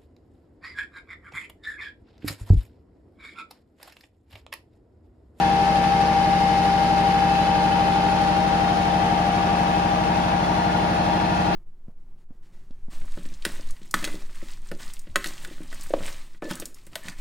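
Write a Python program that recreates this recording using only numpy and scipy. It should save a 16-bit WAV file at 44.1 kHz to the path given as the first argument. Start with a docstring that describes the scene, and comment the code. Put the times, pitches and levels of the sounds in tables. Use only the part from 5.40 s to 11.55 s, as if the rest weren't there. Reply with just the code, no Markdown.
"""A marine diesel idles in a steel engine room, heard from beside its gearbox: hull thumps built of cycle harmonics.
Thin steady tones locked to engine speed ring on top and beat; valve clatter and rushing air are noise through
casing modes. A geared pump hums in shaft harmonics and whines at the tooth rate, in step with the engine.
The microphone rests, then drifts: the whine fades and its right side dips at a node."""
import sys
import numpy as np
from scipy import signal
from scipy.fft import rfft, irfft
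from scipy.io import wavfile
from scipy.ndimage import uniform_filter1d

SR = 44100
rng = np.random.default_rng(int(sys.argv[2]) if len(sys.argv) > 2 else 0)


def generate_wav(signal):
    """Clip the signal to [-1, 1] and save it as 16-bit WAV at the path in sys.argv[1]."""
    frames = np.transpose(np.atleast_2d(signal))
    scaled = np.clip(frames, -1, 1) * 32767
    pcm = np.round(scaled).astype(np.int16)
    wavfile.write(sys.argv[1], SR, pcm)


N = 271215

# engine speed: (time [s], four-stroke cycle rate [Hz])
SPEED_CURVE = [(0, 12.288), (1.3, 12.263), (3, 12.286), (6.15, 12.296)]
START_CYCLE_HZ = SPEED_CURVE[0][1]
PUMP_RATIO = 6.4445  # shaft turns per engine cycle
MOVE_S = 1.44  # microphone rests until here, then drifts evenly to the end


def from_db(db):
    """Decibels to gain."""
    return 10 ** (np.asarray(db) / 20)


def in_time(rows):
    """Each column of a curve, sample by sample."""
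    time_s, *columns = np.transpose(rows)
    return [np.interp(np.arange(N) / SR, time_s, column) for column in columns]


def at_hz(points, hz):
    """Read a spectrum on a log-frequency axis."""
    known_hz, values = np.transpose(points)
    return np.interp(np.log(hz + 1), np.log(known_hz + 1), values)


def pan(db):
    """Left and right gains for a left-right level difference."""
    return from_db(np.array([[.5], [-.5]]) * db)


def drift(corner_hz):
    """Slow noise of spread 1 whose spectrum falls off above corner_hz."""
    size = 8192
    hz = np.arange(size // 2 + 1) * SR / N
    slow = irfft(rfft(rng.standard_normal(size)) / (1 + (hz / corner_hz) ** 2))
    return np.interp(np.arange(N) * size / N, np.arange(size), slow / slow.std())


def tone(turns):
    """A sine of rms 1."""
    return np.sqrt(2) * np.sin(2 * np.pi * turns)


def travelled():
    """Share of the microphone's drift that lies behind it, 0 to 1."""
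    return np.interp(np.arange(N) / SR, [MOVE_S, N / SR], [0, 1])


def along_path(start, end):
    """A value that changes evenly as the microphone drifts."""
    return start + (end - start) * travelled()


def at_ports(turns, hz, db, pan_db, lead_turns=0.056, spread_turns=0.14, waver_db=1.2):
    """A tone at both microphone ports; shorter waves fall further out of step, changing along the path."""
    # lead and spread hold at 800 Hz
    start, end = (hz / 800) ** 1.5 * (lead_turns + spread_turns * rng.standard_normal(2))
    lead = along_path(start, end)
    turns = turns + rng.random()
    pair = np.array([tone(turns + lead / 2), tone(turns - lead / 2)])
    return from_db(db + waver_db * drift(4.6)) * pan(pan_db) * pair


def engine_hum(cycles, level_db=0.6, uneven=0.055, quarter_turn_hz=500, thump_s=.0501):
    """One thump a cycle: harmonics delayed in phase by hull modes, each wavering; short waves differ at the ports."""
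    # (multiple of cycle rate, start level before level_db [dB], end level [dB], left-right [dB])
    engine_orders = [(4, -41.0, -41.5, -3.0), (5, -43.0, -44.0, -3.0), (6, -42.0, -42.5, -3.5),
                     (7, -45.5, -44.0, -2.0), (8, -44.5, -40.0, -2.5), (9, -43.5, -43.0, -4.5),
                     (10, -51.0, -50.0, -4.5), (11, -45.5, -47.5, -0.5), (12, -39.0, -38.0, 0.0),
                     (13, -44.0, -45.5, -0.5), (14, -35.5, -33.5, -4.0), (15, -32.0, -32.0, -0.5),
                     (16, -40.5, -37.5, -2.5), (17, -47.5, -45.0, 1.5), (18, -46.0, -46.5, 1.5),
                     (19, -40.0, -42.0, -0.5), (20, -45.5, -43.5, -0.5), (24, -45.5, -50.5, 3.5),
                     (25, -41.5, -36.0, 2.0), (26, -39.5, -42.5, -4.0), (27, -45.5, -40.5, -3.0),
                     (28, -54.5, -48.0, -1.0)]
    # hull modes that hold the thump back: (frequency [Hz], width [Hz])
    hull_modes = [(71, 3), (74, 3), (143, 11), (177, 3), (230, 3), (245, 52), (247, 9), (328, 2)]
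    out = 0
    for order, start_db, end_db, pan_db in engine_orders:
        hz = order * START_CYCLE_HZ
        lags_rad = [np.arctan2(width_hz / 2, mode_hz - hz) for mode_hz, width_hz in hull_modes]
        held_turns = sum(lags_rad) / (2 * np.pi)
        lead_turns = (hz / quarter_turn_hz) ** 1.5 / 4
        turns = order * cycles - hz * thump_s - held_turns
        line = np.array([tone(turns + lead_turns / 2), tone(turns - lead_turns / 2)])
        line = line * (1 + uneven * drift(5.9))
        out = out + from_db(along_path(start_db, end_db)) * line * pan(pan_db)
    return from_db(level_db) * out


def machine_tones(cycles, level_db=-1.2):
    """Thin steady tones locked to engine speed, singing in the casings; close neighbours beat."""
    # (frequency at first engine speed [Hz], start level before level_db [dB], end level [dB], left-right [dB])
    tones = [(88.5, -51, -51, -2), (205.1, -48, -48, -1), (316.7, -52, -52, -6), (374.9, -54, -49, -4),
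             (393.1, -55, -48, -1), (417.6, -56, -53, 3), (464.1, -52, -48, 4), (515.9, -53, -51, 1),
             (600, -51, -49, 5), (614.2, -53, -48, 5), (629.7, -42, -48, 2), (638.7, -51, -49, 9),
             (663.3, -50, -50, 3), (700.3, -59, -47, 3), (724.9, -45, -48, 12), (755.5, -42, -48, 5),
             (767.6, -48, -56, 6), (814.1, -50, -45, 3), (816.4, -46, -40, 4), (823.2, -48, -55, 7),
             (826.5, -44, -45, 5), (847.7, -46, -49, 3), (858.8, -41, -46, 3), (881.4, -42, -35, 5),
             (883.4, -48, -42, 5), (926.8, -46, -46, 4), (929.8, -52, -43, 16), (937.9, -48, -45, 17),
             (939.3, -49, -47, 17), (1007.6, -48, -57, 2), (1029.5, -50, -54, -2), (1105.5, -52, -60, 6),
             (1108.5, -53, -53, 3), (1179.9, -54, -54, 1), (1192, -51, -48, -5), (1204.5, -51, -53, 1),
             (1253.5, -55, -51, 1), (1430.6, -53, -50, 8), (1662.8, -56, -50, -10)]
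    out = 0
    for hz, start_db, end_db, pan_db in tones:
        turns = hz / START_CYCLE_HZ * cycles
        out = out + at_ports(turns, hz, level_db + along_path(start_db, end_db), pan_db)
    return out


def contact_pattern(cycles, count=6, clump_db=2.5, clump_s=.002):
    """Random contacts in uneven clumps, looped each cycle; the pattern crossfades gradually through count versions."""
    size = int(SR / START_CYCLE_HZ)
    place = np.round(cycles * size).astype(int) % size
    stage = np.linspace(0, count - 1, N)
    clumps = uniform_filter1d(rng.standard_normal(size), max(int(clump_s * SR), 1), mode="wrap")
    force = from_db(clump_db * clumps / clumps.std())
    force = force / np.sqrt(np.mean(force ** 2))
    out = 0
    for k in range(count):
        contacts = force * rng.standard_normal((2, size))
        fade = np.cos(np.pi / 2 * np.clip(stage - k, -1, 1))  # equal power
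        out = out + contacts[:, place] * fade
    return out


def casings(field, count=7, shift_db=2.0):
    """Casing resonances colour a spectrum; each lift follows the drift and shifts by chance from stage to stage."""
    # (frequency [Hz], width [Hz], start lift before chance shifts [dB], end lift [dB])
    casing_modes = [(592, 55, 9.5, 7.5), (632, 53, 5, 7), (691, 32, 6, 13.5), (813, 38, 5, 15.5),
                    (792, 56, 9, 2), (858, 75, 7, -1), (944, 57, 10, 8), (986, 37, -5, 8),
                    (1130, 18, 8.5, 6), (1175, 55, 5, 5), (1304, 33, 7, 2), (1423, 43, 6, 7.5),
                    (1588, 26, 4.5, 3), (1657, 23, 7, 1), (1750, 40, 6.5, 6), (1925, 34, 6.5, 7),
                    (2040, 33, 3, -1), (2125, 23, 9.5, 3), (2480, 31, 6, 3.5), (2616, 86, 7.5, 7.5),
                    (2774, 46, 6.5, 4), (3010, 73, 8.5, 3), (3180, 34, 6.5, 8), (3430, 47, 7.5, 8),
                    (3730, 69, 7, 5), (4000, 35, 6, 1), (4140, 100, 5.5, 5.5), (4304, 45, 11, 5.5),
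                    (4610, 70, 8, 3), (4980, 170, 5.5, 2), (5600, 165, 2, 3), (8000, 540, -0.5, -3)]
    hz = np.arange(N // 2 + 1) * SR / N
    mode_hz, width_hz, start_db, end_db = np.transpose(casing_modes)
    bells = 1 / (1 + (2 * (hz - mode_hz[:, None]) / width_hz[:, None]) ** 2)
    stage, way, out = np.linspace(0, count - 1, N), travelled(), 0
    for k in range(count):
        # short waves shift most
        chance_db = shift_db * np.minimum(mode_hz / 2000, 1) * rng.standard_normal(len(casing_modes))
        lifts_db = start_db + (end_db - start_db) * np.interp(k, stage, way) + chance_db
        fade = np.maximum(1 - abs(stage - k), 0)
        out = out + fade * irfft(field * from_db(lifts_db @ bells), N)
    return out


def clatter(cycles, growl_db=1.53, rest_hiss_db=-4, hiss_fade_db=2.6, repeat_share=0.44, knock_db=0.24,
            grain_db=1.0, light_hz=350, air_hz=4200, hiss_hz=3500, flutter_db=0.96):
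    """Small contacts recurring every cycle mix with fresh turbulence; both ring in the casings over a low rumble."""
    # spectra ahead of the casings, below and above: (frequency [Hz], density [dB per Hz])
    rumble = [(20, -78), (40, -76), (60, -67.3), (110, -66), (160, -64), (260, -65), (320, -64), (370, -66),
              (480, -64.5)]
    rush = [(700, -68.5), (1050, -65.5), (2000, -67), (3400, -73), (5000, -75.5), (6300, -78),
            (7600, -84.5), (11000, -86), (12500, -100), (14500, -92)]
    # (frequency [Hz], left-right likeness [0-1])
    likeness = [(105, .9), (250, .55), (450, .55), (780, .5), (1050, .25), (1250, .5), (1700, .48),
                (2100, .4), (2400, .2), (7000, .15), (10000, .6), (13000, .5)]
    # (frequency [Hz], phase by which the left leads [turns])
    left_lead = [(100, 0), (450, .08), (780, .05), (900, .22), (1050, .52), (1250, .63), (1500, .82),
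                 (2100, .77), (2400, 1.25), (8400, 1.35), (9700, 1), (11000, 1), (13000, 1.5)]
    # (frequency [Hz], left-right [dB])
    balance = [(60, -2), (200, 10), (450, 0.5), (680, 2), (950, 4), (1400, 1.5), (2400, -0.5), (3700, 3.5),
               (6300, 3), (9500, 0)]
    hz = np.arange(N // 2 + 1) * SR / N
    force = from_db(grain_db * drift(77))  # some contacts land harder
    force = force / np.sqrt(np.mean(force ** 2))
    contacts = rfft(contact_pattern(cycles) * force)
    air = rfft(rng.standard_normal((2, N)))
    # light contacts carry little bass; the top is mostly air
    share = np.clip(repeat_share, 0, 1) * hz ** 2 / (hz ** 2 + light_hz ** 2) / (1 + (hz / air_hz) ** 2)
    mid, side = np.sqrt(share) * contacts + np.sqrt(1 - share) * air
    alike = np.clip(at_hz(likeness, hz), -1, 1)
    field = np.sqrt((1 + alike) / 2) * mid + np.sqrt((1 - alike) / 2) * side * [[1], [-1]]
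    field = field * np.exp(1j * np.pi * at_hz(left_lead, hz) * [[1], [-1]])
    field = field * from_db(at_hz(rumble + rush, hz)) * np.sqrt(SR / 2)
    field = field * pan(at_hz(balance, hz))
    rung = casings(field)
    hiss = irfft(rfft(rung) * hz ** 2 / (hz ** 2 + hiss_hz ** 2), N)
    growl = rung - hiss
    # the treble pulses with the engine cycle and flutters
    hiss_db = rest_hiss_db - hiss_fade_db * travelled()
    hiss_db = hiss_db - knock_db * np.cos(2 * np.pi * cycles) + flutter_db * drift(25)
    return from_db(growl_db) * growl + from_db(hiss_db) * hiss


def pump_hum(shaft):
    """Shaft harmonics around the tooth rate; levels change along the microphone's path through standing waves."""
    # (multiple of shaft rate, start level [dB rms], end level [dB rms], left-right [dB])
    pump_orders = [(5, -41.5, -48, -4.5), (6, -40.8, -45, -5.5), (7, -47.5, -44.5, -3), (8, -43, -39.5, 4)]
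    # the whine's loud neighbours, by multiple of shaft rate: (time [s], level [dB rms], left-right [dB])
    neighbours = {9: [(0, -43, -7), (2.7, -47, -7), (3.3, -33.5, -5), (3.7, -32, 4), (4.6, -37, 8),
                  (6.15, -37, 6)], 11: [(0, -35, -4), (1.85, -40.5, 6), (2.2, -34, -7), (2.55, -32, 0),
                  (3.2, -44.5, 0), (3.7, -34, -2), (4.3, -57, -8), (5.1, -36.5, 7), (6.15, -39, -3)],
                  12: [(0, -44, 11), (2.9, -40, -12), (3.6, -48, -3), (4, -43.5, 11), (6.15, -39, 5)]}
    lines = [(order, along_path(start_db, end_db), pan_db) for order, start_db, end_db, pan_db in pump_orders]
    lines += [(round(order), *in_time(curve)) for order, curve in neighbours.items()]
    shaft_hz = PUMP_RATIO * START_CYCLE_HZ
    return sum(at_ports(order * shaft, order * shaft_hz, db, pan_db) for order, db, pan_db in lines)


def whine(shaft, cycles, teeth=10, throb=0.16, twist_turns=0.039, rough=0.02, jitter_turns=0.009,
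          load_turns=0.51, waver_db=0.12):
    """Meshing teeth, loaded and twisted once per engine cycle; fades with the drift, the right crossing a node."""
    # shaft swings about its mean speed, bending the pitch: (swing rate [Hz], swing [turns of the tooth rate])
    shaft_swings = [(6.4, 0.025), (9.9, 0.02)]
    rest_db, fade_db, rest_pan_db, pan_growth_db = -20.5, 8.5, 5.5, 5  # fade and growth over the whole drift
    node_s, node_width_s, node_depth_db = 3.5, 0.42, 4
    # phase between the ports spreads with the drift and turns over just past the node
    spread_turns, turnover_s, turnover_width_s = 0.46, 3.8, 0.29
    way, time_s = travelled(), np.arange(N) / SR
    level = from_db(rest_db - fade_db * way + waver_db * drift(0.93))
    left, right = level * pan(rest_pan_db + pan_growth_db * way)
    node = np.exp(-((time_s - node_s) / node_width_s) ** 2)
    right = right * from_db(-node_depth_db * node)
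    lead_turns = spread_turns * way * np.tanh((time_s - turnover_s) / turnover_width_s)
    angle = 2 * np.pi * (cycles - load_turns)
    load = 1 + throb * np.cos(angle) + rough * drift(30)
    mesh = teeth * shaft + twist_turns * np.sin(angle) + jitter_turns * drift(27)
    for rate_hz, swing_turns in shaft_swings:
        mesh = mesh + swing_turns * np.sin(2 * np.pi * (rate_hz * time_s + rng.random()))
    return load * np.array([left * tone(mesh), right * tone(mesh - lead_turns)])


def scene():
    """One crankshaft paces everything; the pump shaft is geared to it."""
    cycles = np.cumsum(in_time(SPEED_CURVE)[0]) / SR
    shaft = PUMP_RATIO * cycles
    engine_room = engine_hum(cycles) + machine_tones(cycles) + clatter(cycles)
    return engine_room + pump_hum(shaft) + whine(shaft, cycles)


def record(dry):
    """A steep elliptic low-pass cuts the top at 15.7 kHz."""
    return signal.sosfilt(signal.ellip(10, .1, 80, 15700, fs=SR, output="sos"), dry)


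dry = scene()
out = record(dry)
generate_wav(out)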